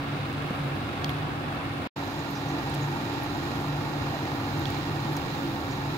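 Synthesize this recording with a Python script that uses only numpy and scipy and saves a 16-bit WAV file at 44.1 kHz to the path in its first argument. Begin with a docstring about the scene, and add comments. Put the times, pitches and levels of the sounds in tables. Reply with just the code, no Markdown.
"""From the start, an induction cooktop's fan rushes and sings over a low hum, beside a phone with two
microphone ports, while the coil whines faintly. Tiny bubbles crackle in the sauce, which ticks under a
wooden spoon that bumps and clicks on the pan. Near 1.9 s the sound drops out briefly. When it returns,
the phone lies differently and its right port is no longer muffled. Near 4.1 s an air pocket closes
behind the spoon, and the stirring and the fan go on to the end."""
import sys
import numpy as np
from scipy import signal
from scipy.fft import rfft, irfft, next_fast_len
from scipy.io import wavfile
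from scipy.ndimage import uniform_filter1d

SR = 44100
rng = np.random.default_rng(int(sys.argv[2]) if len(sys.argv) > 2 else 0)


def pcm_store(signal):
    """Save signal as 16-bit PCM."""
    levels = np.round(np.clip(np.atleast_2d(signal), -1, 1) * 32767)
    wavfile.write(sys.argv[1], SR, levels.astype(np.int16).T)


N = 263277
T = np.arange(N) / SR

# "Before" and "after" always mean before and after the dropout.
DROP_S, BACK_S, FADE_IN_S, TAIL_S = 1.874, 1.957, .007, .024

# coil tone, with a side tone above and below caused by the mains power:
# (pitch [Hz], left before [dB], right before [dB], left after [dB], right after [dB])
COIL_TONES = [(15150, -80, -78, -78, -80), (14947, -87, -93, -82, -86), (15353, -84, -94, -82, -88)]
# sizzle around the coil tone: (time [s], left level [dB], right level [dB])
COIL_SIZZLE = [(0, -64, -92), (1.9, -66, -91), (1.95, -67, -78), (3.9, -68, -76), (4.3, -61, -70),
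               (5.97, -63, -72)]
# fine crackle of bubbles: (time [s], left level [dB], right level [dB])
CRACKLE_LEVELS = [(0, -72, -85), (1.9, -69, -87), (1.96, -71, -70), (4, -70, -70), (5.3, -68, -73),
                  (5.97, -70, -69)]
# closing air pockets: (time [s], length [s], first pitch [Hz], last pitch [Hz], peak level [dB])
AIR_POCKETS = [(4.09, 0.085, 790, 570, -35.5)]
# short noise bursts (sauce ticks, squelches and the snap of the spoon on the pan):
# (time [s], low edge [Hz], high edge [Hz], fade time [s], left strength [dB], right strength [dB])
NOISE_BURSTS = [(.328, 3000, 12000, .002, -47, -60), (.505, 10000, 14500, .003, -54, -70),
                (.75, 10500, 12200, .015, -58, -72), (1.1, 9000, 14000, .01, -58, -72),
                (1.548, 11500, 14800, .006, -58, -72), (1.0441, 5200, 15500, 0.0015, -38, -62),
                (1.0437, 1800, 4200, .0018, -31, -23), (1.0928, 1900, 3200, .0028, -31, -28),
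                (1.0958, 9000, 14200, .0015, -42, -62), (1.0925, 9000, 14200, .002, -42, -61),
                (2.19, 4500, 7500, .0052, -49, -55), (2.30, 11000, 15000, .012, -59, -53),
                (2.34, 4700, 6200, 0.028, -54, -47), (2.47, 5500, 6740, .03, -59, -53),
                (2.6955, 6500, 10500, 0.004, -47, -53), (2.7415, 6000, 11500, 0.003, -47, -49),
                (2.7445, 10500, 15500, .002, -45, -47), (2.7495, 5500, 10500, 0.0021, -42, -49),
                (2.81, 6160, 7100, 0.024, -61, -51), (3.225, 10000, 15500, .014, -60, -50),
                (3.61, 8980, 15500, .004, -55, -55), (4.591, 10500, 15000, .004, -48, -48),
                (4.7025, 5700, 15600, .003, -43, -51), (5.12, 10500, 15500, .012, -59, -52),
                (5.166, 4000, 6500, 0.003, -39, -41), (5.1665, 6500, 15690, 0.0027, -38, -54),
                (5.7, 4500, 7160, .02, -50, -51), (5.757, 4510, 6980, .002, -47, -50)]
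# hollows in the ports that colour the bursts: (pitch [Hz], width [Hz], gain of the added ring [dB])
PORT_HOLLOWS = [(7100, 910, -1), (9850, 650, -2.5), (13200, 1200, 1.5)]
# dull spoon bumps: (time [s], strength [dB], pitch [Hz], time to fade by 60 dB [s])
SPOON_BUMPS = [(.506, -11, 212, 0.026)]
# spoon clicks: (time [s], left strength [dB], right strength [dB], brightness [dB per octave])
SPOON_CLICKS = [(1.0443, -26, -32, 4), (1.0933, -35, -29, -20), (2.7395, -42, -37, 0),
                (4.6553, -35, -23, -22)]
# ringing notes of the wet pan: (pitch [Hz], relative level [dB], time to fade by 60 dB [s])
PAN_NOTES = [(3310, -0.5, 0.017), (3550, 2, 0.014), (4000, -4, .01), (4420, 2, 0.012), (4930, -4, 0.016),
             (5630, -9, .009)]
# chance rises and dips in the level of a low 144 Hz hum: (time [s], level [dB])
HUM_LEVELS = [(0, -40), (.14, -29), (.3, -41.5), (.58, -41), (.66, -30), (.74, -37.5), (.8, -48),
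              (1.0, -38), (1.35, -39.5), (1.7, -43.5), (2.15, -43.5), (2.35, -35), (2.5, -59), (2.7, -43),
              (2.77, -29), (3.2, -47.5), (3.75, -34), (4.5, -41), (5.1, -37), (5.55, -43), (5.8, -39.5)]
# rushing air: (frequency [Hz], left base level [dB per Hz], right base level [dB per Hz])
AIR_BEFORE = [(30, -79, -78), (69.4, -63.5, -66.5), (202, -66, -63), (447, -68, -67), (620, -70, -68.5),
              (1270, -66, -67.5), (1690, -74, -70.5), (3260, -81, -77), (4860, -86, -87.5),
              (6900, -94.5, -115.0), (7600, -94.5, -117.0), (9000, -95.0, -117.0), (12500, -98, -106.0),
              (15700, -99.5, -109.0)]
AIR_AFTER = [(30, -76, -76), (70.4, -64, -66), (187, -64.5, -63), (443, -69, -67), (620, -68.5, -69),
             (1260, -71, -69.5), (1770, -73, -71), (3270, -85.5, -77.5), (4780, -88, -81),
             (6680, -96, -87.5), (7530, -98, -97), (8800, -98.5, -103.0), (12500, -98, -96),
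             (15700, -101, -100)]
# case, pan and ports colour the air: (frequency [Hz], width [Hz], boost before [dB], boost after [dB])
RESONANCES = [(108, 53, 8.5, 8.5), (143, 41, 8.5, 9), (237.7, 21, 7, 3.5), (292, 97, 2, 4.5),
              (333.4, 81, 6.5, 9), (526, 95, 3, 2), (590, 45, -1.5, -3.5), (627, 81, 1.5, 0),
              (732, 90, 5, 3.5), (800, 45, 6.5, 7), (861, 244, 0, 6.5), (1112, 180, -1.5, 4),
              (1384, 105, 1, 4.5), (2590, 610, 3, 2.5), (3870, 840, 4, 6.5), (4850, 220, 3.5, 1.5),
              (7090, 600, 2, 6), (9830, 550, 4.5, 3.5)]
# how alike the left and right hiss sound; the high hiss is nearly identical on both sides after the
# dropout: (frequency [Hz], likeness before [0-1], likeness after [0-1])
LEFT_RIGHT_LIKENESS = [(40, 0.9, 1), (70, 1, 1), (151, 0.97, 0.98), (460, 0.6, 0.76), (706, 0.92, 0.85),
                       (910, 0.34, 1), (1185, 0.39, 0), (1680, 0, 0.44), (1910, 0, 0), (3480, 0, 0.28),
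                       (5940, 0, 0), (6800, .08, 0.77), (8100, .06, .6), (8500, .06, 0.36),
                       (10300, .06, 0.4), (10700, .12, 0.97), (14300, .15, 0.94), (15100, .1, 0)]
# throbbing of the hiss: (beats per turn of the fan shaft [count], depth [0-1])
SHAFT_THROB = [(1, .065), (2, .052), (4, .087)]

SHAFT_HZ, HUM_HZ, BLADE_BEFORE_HZ, BLADE_AFTER_HZ = 23.54, 144.1, 280.8, 281.3
PORT_LAG_S, OPPOSED_HZ = .00018, (1160, 5740)  # in this range one port is pushed as the other is pulled
ECHO_RIPPLE_DB, ECHO_SPACING_HZ = 2, 71.56
BUBBLES_PER_S, BUBBLE_SPREAD_DB, BUBBLE_FADE_S = 220, 2.5, .0018


def gain(db):
    """Turn decibels into a number to multiply by."""
    return 10 ** (np.asarray(db) / 20)


def curve(hz, at_hz, values):
    """Join values with straight lines on a scale of octaves."""
    return np.interp(np.log(hz + 1), np.log(at_hz), values)


def stereo_levels(table):
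    """Left and right levels in dB, sliding from row to row over time."""
    times, *sides = np.transpose(table)
    return np.array([np.interp(T, times, db) for db in sides])


def before_after(before, after):
    """Switch from one (left, right) pair to another when the sound returns."""
    return np.where(T < BACK_S, np.reshape(before, (2, 1)), np.reshape(after, (2, 1)))


def wander(per_s):
    """A smooth random wiggle, about 1 in size, that takes per_s steps a second."""
    hold = int(SR / per_s)
    steps = np.repeat(rng.standard_normal(N // hold + 1), hold)
    return 1.313 * uniform_filter1d(uniform_filter1d(steps, hold), hold)[:N]


def band(sound, low_hz, high_hz):
    """Keep what lies between two frequencies."""
    return signal.sosfilt(signal.butter(4, [low_hz, high_hz], "bandpass", fs=SR, output="sos"), sound)


def add(out, start_s, sound):
    """Mix a sound in at the given time."""
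    i = int(start_s * SR)
    out[:, i:i + sound.shape[-1]] += sound[..., :N - i]


def tone(hz, db, wobble_hz, flicker_db, wobbles_per_s=14, flickers_per_s=16):
    """A pure tone whose pitch wobbles and whose level flickers at random."""
    phase = 2 * np.pi * np.cumsum(hz + wobble_hz * wander(wobbles_per_s)) / SR
    return np.sqrt(2) * gain(db + flicker_db * wander(flickers_per_s)) * np.sin(phase)


def coil_whine():
    """The coil's fast-switching current makes thin, high tones inside a gritty sizzle."""
    whine = 0
    for hz, *db in COIL_TONES:
        level_db = before_after(db[:2], db[2:])
        whine += tone(hz, level_db, wobble_hz=4, flicker_db=2.5, wobbles_per_s=20, flickers_per_s=12)
    sizzle = band(rng.standard_normal(N), 14900, 15900)
    return whine + sizzle / sizzle.std() * gain(stereo_levels(COIL_SIZZLE) + 1.8 * wander(45))


def bubble_crackle():
    """Tiny bubbles burst at random in the sauce, each a short puff of high hiss."""
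    bursts = rng.random(N) < BUBBLES_PER_S / SR
    pops = bursts * gain(BUBBLE_SPREAD_DB * rng.exponential(size=N))
    puffs = signal.lfilter([1], [1, -np.exp(-1 / (BUBBLE_FADE_S * SR))], pops)
    fizz = band(puffs * rng.standard_normal((2, N)), 9000, 15500)
    return fizz / fizz.std() * gain(stereo_levels(CRACKLE_LEVELS))


def air_pocket():
    """A pocket of air collapses behind the spoon: a short tone swells as its pitch sags ever faster."""
    out = np.zeros((2, N))
    for start_s, length_s, first_hz, last_hz, db in AIR_POCKETS:
        progress = np.arange(int(length_s * SR)) / (length_s * SR)
        hz = first_hz + (last_hz - first_hz) * progress ** 1.5
        swell = np.sin(np.pi * progress ** 2)
        add(out, start_s, gain(db) * swell * np.sin(2 * np.pi * np.cumsum(hz) / SR))
    return out


def ticks_and_snaps():
    """Sauce ticks, squelches and the spoon's snap on the pan: noise bursts that ring in the ports."""
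    out, t = np.zeros((2, N)), np.arange(int(.12 * SR)) / SR
    for start_s, low_hz, high_hz, fade_s, *db in NOISE_BURSTS:
        rise_s = .6 * fade_s * min(fade_s / .006, 1)  # short bursts snap, long squelches start softly
        shape = np.minimum(t / rise_s, np.exp((rise_s - t) / fade_s))
        burst = band(rng.standard_normal(len(t)) * shape, low_hz, high_hz)
        burst *= np.sqrt(np.sum(shape ** 2) / np.sum(burst ** 2))  # make up the energy filtered away
        opposed = OPPOSED_HZ[0] < low_hz and high_hz < OPPOSED_HZ[1]
        sides = gain(db) * [1, -1 if opposed else 1]
        add(out, start_s, sides[:, None] * burst)
    return out + sum(gain(db) * signal.lfilter(*signal.iirpeak(hz, hz / width, fs=SR), out)
                     for hz, width, db in PORT_HOLLOWS)


def spoon_bump():
    """The spoon bumps the pan: two low notes that die away at once."""
    out, t = np.zeros((2, N)), np.arange(int(.12 * SR)) / SR
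    for start_s, db, hz, ring_s in SPOON_BUMPS:
        shape = gain(-60 * t / ring_s) * (1 - np.exp(-t / .0021))
        phase = 2 * np.pi * hz * t
        add(out, start_s, -gain(db) * shape * (np.sin(phase) + .5 * np.sin(2.32 * phase)))
    return out


def spoon_clicks():
    """Each click of the spoon sets all the notes of the wet pan ringing briefly."""
    out, t = np.zeros((2, N)), np.arange(int(.03 * SR)) / SR
    hz, note_db, ring_s = np.transpose(PAN_NOTES)[:, :, None]
    onset = np.minimum(t / .00015, 1)
    for start_s, left_db, right_db, brightness in SPOON_CLICKS:
        shapes = gain(note_db + brightness * np.log2(hz / hz[0]) - 60 * t / ring_s)
        head_start = .2 * rng.random(hz.shape)  # the notes begin nearly in step
        ring = np.sum(shapes * np.sin(2 * np.pi * (hz * t + head_start)), axis=0)
        add(out, start_s, gain([left_db, right_db])[:, None] * ring * onset)
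    return out


def hum_and_blades():
    """Over an uneven low hum, the blades sing a tone and an overtone; the tone comes back louder."""
    hum = tone(HUM_HZ, np.interp(T, *np.transpose(HUM_LEVELS)), wobble_hz=2.495, flicker_db=1.5)
    blade = np.where(T < BACK_S, tone(BLADE_BEFORE_HZ, db=-41.3, wobble_hz=.8, flicker_db=1.3),
                     tone(BLADE_AFTER_HZ, db=-40.1, wobble_hz=2.8, flicker_db=1))
    overtone_db = before_after((-51, -61), (-58, -59))
    return hum + blade + tone(4 * BLADE_BEFORE_HZ, overtone_db, wobble_hz=3.5, flicker_db=3)


def air_spectrum(table, hz, position):
    """Left and right rushing noise, frequency by frequency; the phone's position is 0 before, 1 after."""
    at_hz, left_db, right_db = np.transpose(table)
    boost = 1 + sum((gain(db[position]) ** 2 - 1) / (1 + (2 * (hz - centre) / width) ** 2) ** 2
                    for centre, width, *db in RESONANCES)
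    likeness_hz, *likeness = np.transpose(LEFT_RIGHT_LIKENESS)
    alike = curve(hz, likeness_hz, likeness[position])
    # the right port hears the shared noise late in the lows and upside down in the opposed range
    delay = np.exp(-2j * np.pi * hz * PORT_LAG_S)
    shift = np.select([hz < OPPOSED_HZ[0], hz < OPPOSED_HZ[1]], [delay, -1], 1)
    shared, own = rfft(rng.standard_normal((2, next_fast_len(N))))
    left = gain(curve(hz, at_hz, left_db)) * shared
    right = gain(curve(hz, at_hz, right_db)) * (alike * shift * shared + np.sqrt(1 - alike ** 2) * own)
    # echoes off the counter and walls make small peaks and dips above 1000 Hz
    ripple_hz = np.arange(0, SR / 2 + 200, ECHO_SPACING_HZ)
    ripple_db = ECHO_RIPPLE_DB * rng.standard_normal((2, 400))[:, :len(ripple_hz)]
    ripple = [gain(np.interp(hz, ripple_hz, db) * (hz > 1000)) for db in ripple_db]
    return np.array([left, right]) * ripple * np.sqrt(np.maximum(boost, 0) * SR / 2)


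def fan_air():
    """Air rushes through the case, flickering a little; its hiss throbs with each turn of the shaft."""
    shaft_angle = 2 * np.pi * np.cumsum(SHAFT_HZ + .2 * wander(1.9)) / SR
    throb = 1 + sum(depth * np.cos(beats * shaft_angle) for beats, depth in SHAFT_THROB)
    hz = np.fft.rfftfreq(next_fast_len(N), 1 / SR)
    before, after = air_spectrum(AIR_BEFORE, hz, position=0), air_spectrum(AIR_AFTER, hz, position=1)
    band_number = np.maximum(np.log2((hz + 1) / 62.5) / 2, 0)  # bands lie two octaves apart
    out, swell_db = 0, .45 * wander(1.5)
    for k in range(5):
        share = np.maximum(1 - abs(band_number - k), 0)
        rush = np.where(T < DROP_S + TAIL_S, irfft(before * share)[:, :N], irfft(after * share)[:, :N])
        out += rush * gain(swell_db + .75 * wander(9)) * (throb if k > 1 else 1)
    return out


def scene():
    """The fan, the coil and the stirred pan together."""
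    cooktop = fan_air() + hum_and_blades() + coil_whine()
    return cooktop + ticks_and_snaps() + spoon_bump() + air_pocket() + spoon_clicks() + bubble_crackle()


def record(dry):
    """The sound cuts out with a faint, dull tail and fades back in; the very highest treble is removed."""
    gate = np.where(T < DROP_S, 1, np.clip((T - BACK_S) / FADE_IN_S, 0, 1) ** 2)
    tail_fade = (T >= DROP_S) * gain(-9) * np.clip((DROP_S + TAIL_S - T) / .019, 0, 1)
    tail = band(np.diff(dry, prepend=0), 250, 4300) * tail_fade
    treble_cut = signal.ellip(14, .2, 60, 15730, fs=SR, output="sos")
    return signal.sosfilt(treble_cut, dry * gate + tail)


dry = scene()
out = record(dry)
pcm_store(out)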